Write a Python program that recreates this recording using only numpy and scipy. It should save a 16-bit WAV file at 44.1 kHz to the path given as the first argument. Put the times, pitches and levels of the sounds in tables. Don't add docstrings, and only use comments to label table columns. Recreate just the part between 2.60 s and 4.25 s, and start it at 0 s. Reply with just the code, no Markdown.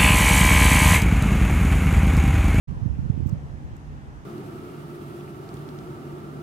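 import sys
import numpy as np
from scipy import signal
from scipy.fft import rfft, irfft
from scipy.io import wavfile
from scipy.ndimage import uniform_filter1d

SR = 44100
rng = np.random.default_rng(int(sys.argv[2]) if len(sys.argv) > 2 else 0)


def inscribe(sig):
    pcm = np.round(np.clip(np.atleast_2d(sig).T, -1, 1) * 32767)
    wavfile.write(sys.argv[1], SR, pcm.astype(np.int16))


N = 72765
T = np.arange(N) / SR
HZ = np.fft.rfftfreq(N, 1 / SR)
LEFT_LAG_S = 0.00033


def amp(db):
    return 10 ** (np.asarray(db) / 20)


def unit(x):
    return x / np.sqrt(np.mean(x ** 2) + 1e-20)


def read(points, hz):
    f, value = np.transpose(points)
    return np.interp(np.log(hz + 1), np.log(f), value)


def noise(gain):
    return unit(irfft(rfft(rng.standard_normal(N)) * gain, N))


def drift(cutoff_hz):
    return noise((HZ > 0) / (1 + (HZ / cutoff_hz) ** 4))


def from_right(x):
    return np.array([np.interp(T - LEFT_LAG_S, T, x), x])


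# time_s, level_db
LEFT_PRESSURE = [(.08, -43), (.15, -33), (.25, -41), (.43, -32), (.65, -42), (.83, -33), (.92, -48),
                 (1.05, -35.5), (1.2, -41), (1.45, -43.5), (1.53, -35.5), (1.65, -46)]
RIGHT_PRESSURE = [(.08, -25.5), (.19, -32.5), (.26, -22.5), (.35, -28.5), (.42, -26), (.55, -23.5),
                  (.7, -23.5), (.8, -31), (.87, -37.5), (.94, -33), (1.01, -40.5), (1.1, -35), (1.22, -45),
                  (1.33, -35.5), (1.5, -40), (1.65, -41.5)]
# frequency_hz, density_db
RUMBLE_SPECTRUM = [(15, -61), (30, -36), (48, 2.5), (75, 2), (105, -1), (140, -4), (200, -11.5), (300, -24),
                   (450, -32.5), (800, -51.5), (2000, -85)]
def wind(pressure, lump_db=2.23, brighten_db_per_db=0.24):
    level_db = np.interp(T, *np.transpose(pressure)) + lump_db * drift(cutoff_hz=19.5)
    rumble = noise(amp(read(RUMBLE_SPECTRUM, HZ)))
    bass = irfft(rfft(rumble) / (1 + (HZ / 150) ** 4), N)
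    upper = (rumble - bass) * amp(brighten_db_per_db * (level_db + 30))
    return amp(level_db) * (bass + upper)


# time_s, peak_db, half_width_ms
EDDY_STRIKES = [(0.2343, -15, 2.12), (0.256, -23.5, 1.44), (0.262, -10.5, 1.57), (0.302, -15, 3.1),
                (0.393, -10.5, 2.04), (0.431, -22, 2.3), (0.5026, -6, 1.88), (0.5778, -14.5, 1.45),
                (.606, -17, 1.2), (0.6622, -9, 1.61), (0.733, -13, 2.14), (0.936, -23.5, 2.37),
                (1.131, -27, 3.6), (1.487, -30, 3.7)]
def eddies(wake=0.22, low_cut_hz=59):
    low_cut = signal.butter(3, low_cut_hz, "high", fs=SR, output="sos")
    out = np.zeros(N)
    for time_s, peak_db, half_width_ms in EDDY_STRIKES:
        age = (T - time_s) * 1000 / half_width_ms
        skewed = np.log(np.maximum(1 + wake * age, 1e-6)) / wake
        thump = signal.sosfilt(low_cut, np.gradient(np.exp(-skewed ** 2 / 2)))
        out += amp(peak_db) * thump / abs(thump).max()
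    return out


# start_s, level_db, left_minus_right_db, treble_tilt_db_per_octave
TICK_EVENTS = [(.1065, -61, 1, -3), (.422, -62, 2, 2), (.669, -56, 0, 3), (.6718, -47.5, 2, 1),
               (.6918, -49, 2, -1), (.6934, -46.5, -2, -2), (.6968, -47, -1, 0), (1.1668, -48, -3, -3)]
# frequency_hz, density_db
RUSTLE_SPECTRUM = [(500, -22), (3800, -20), (5000, -6), (6300, 0), (8000, -0.5), (10000, -15),
                   (12500, -5.5), (15500, -4.5)]
def ticks(rise_s=.0003, decay_s=.0009):
    out = np.zeros((2, N))
    for start_s, level_db, pan_db, tilt_db in TICK_EVENTS:
        age = T - start_s
        envelope = np.clip(age / rise_s, 0, 1) * np.exp(-np.maximum(age - rise_s, 0) / decay_s)
        colour = amp(read(RUSTLE_SPECTRUM, HZ) + tilt_db * np.log2(np.maximum(HZ, 5000)))
        gains = amp([[level_db + pan_db / 2], [level_db - pan_db / 2]])
        out += gains * envelope * np.array([noise(colour), noise(colour)])
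    return out


def scuff(start_s=.668, length_s=.031, pat_s=.696, pat_hz=1133):
    rubbing = (T > start_s) & (T < start_s + length_s)
    rub = amp(-61) * rubbing * noise(amp(read(RUSTLE_SPECTRUM, HZ)))
    pat_envelope = amp(-48.5) * np.exp(-((T - pat_s) / .009) ** 2)
    pat_band = noise(1 / (1 + ((HZ - pat_hz) / 145) ** 2))
    return rub + pat_envelope * pat_band


# time_s, level_db
HUM_ENVELOPE = [(.1, -44), (.8, -43), (1.0, -44), (1.15, -52), (1.32, -38), (1.45, -56), (1.65, -53)]
def hum(pitch_hz=143.8, waver_hz=2.485):
    cycles = np.cumsum(pitch_hz + waver_hz * drift(cutoff_hz=5.8)) / SR
    envelope = amp(np.interp(T, *np.transpose(HUM_ENVELOPE)))
    return from_right(envelope * unit(np.sin(2 * np.pi * cycles)))


def whistle(start_s=.08, length_s=.16, pitch_hz=1180, fall_hz_per_s=2350, width_hz=48, level_db=-54.5):
    age = np.clip(T - start_s, 0, length_s)
    phase = 2 * np.pi * np.cumsum(pitch_hz - fall_hz_per_s * age) / SR
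    tone = unit(drift(width_hz) * np.cos(phase) + drift(width_hz) * np.sin(phase))
    envelope = amp(level_db) * np.sqrt(abs(np.sin(np.pi * age / length_s)))
    return from_right(envelope * tone)


# frequency_hz, density_db
HISS_SPECTRUM = [(25, -26), (45, -1.5), (80, 12), (140, 9.5), (220, 15.5), (300, 9.5), (400, 4.5), (600, 1),
                 (880, 1.5), (1100, -3), (1750, -5), (2250, -11.5), (3000, -14.5), (4200, -20.5),
                 (6300, -21), (9000, -28.5), (12000, -34), (15500, -37.5)]
# frequency_hz, coherence
HISS_COHERENCE = [(100, .9), (330, 1), (520, 0.74), (750, 0), (950, 0.4), (1200, 0.47), (1700, 0.69),
                  (2300, 0.35), (5000, 0), (15000, 0.24)]
# frequency_hz, left_minus_right_db
HISS_BALANCE = [(200, -3), (500, -1), (1500, 0), (2500, 1), (5000, 1.5), (6300, 0), (9000, 3.5), (15000, 4)]
def outdoor_hiss(level_db=-44.5, fall_db_per_s=0.8, patch_db=1.07):
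    hz = np.fft.rfftfreq(1024, 1 / SR)
    right_re, right_im, own_re, own_im, patches = rng.standard_normal((N // 256 + 5, 513, 5)).T
    patches = uniform_filter1d(patches, size=10, axis=0)
    patches = unit(uniform_filter1d(patches, size=14, axis=1))
    coherence = np.clip(read(HISS_COHERENCE, hz), -1, 1)[:, None]
    right = right_re + 1j * right_im
    left = coherence * right + np.sqrt(1 - coherence ** 2) * (own_re + 1j * own_im)
    left *= np.exp(-2j * np.pi * hz * LEFT_LAG_S)[:, None]
    lean = amp(read(HISS_BALANCE, hz) / 2)[:, None]
    colour = amp(read(HISS_SPECTRUM, hz)[:, None] + patch_db * patches)
    spectra = np.array([left * lean, right / lean]) * colour
    _, hiss = signal.istft(spectra, nperseg=1024, noverlap=768)
    return amp(level_db - fall_db_per_s * T) * unit(hiss[:, :N])


def scene():
    buffeting = np.array([wind(LEFT_PRESSURE), wind(RIGHT_PRESSURE) + eddies()])
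    rustle = ticks() + np.array([scuff(), scuff()])
    return buffeting + rustle + hum() + whistle() + outdoor_hiss()


def record(dry, start_s=0.073, fade_in_s=.016, fade_out_s=.003, cutoff_hz=15750):
    fade_in = np.clip((T - start_s) / fade_in_s, 0, 1)
    fade_out = np.clip((T[-1] - T) / fade_out_s, 0, 1)
    low_pass = signal.firwin(511, cutoff_hz, window=("kaiser", 9), fs=SR)
    return signal.oaconvolve(dry * fade_in * fade_out, low_pass[None], "same")


dry = scene()
out = record(dry)
inscribe(out)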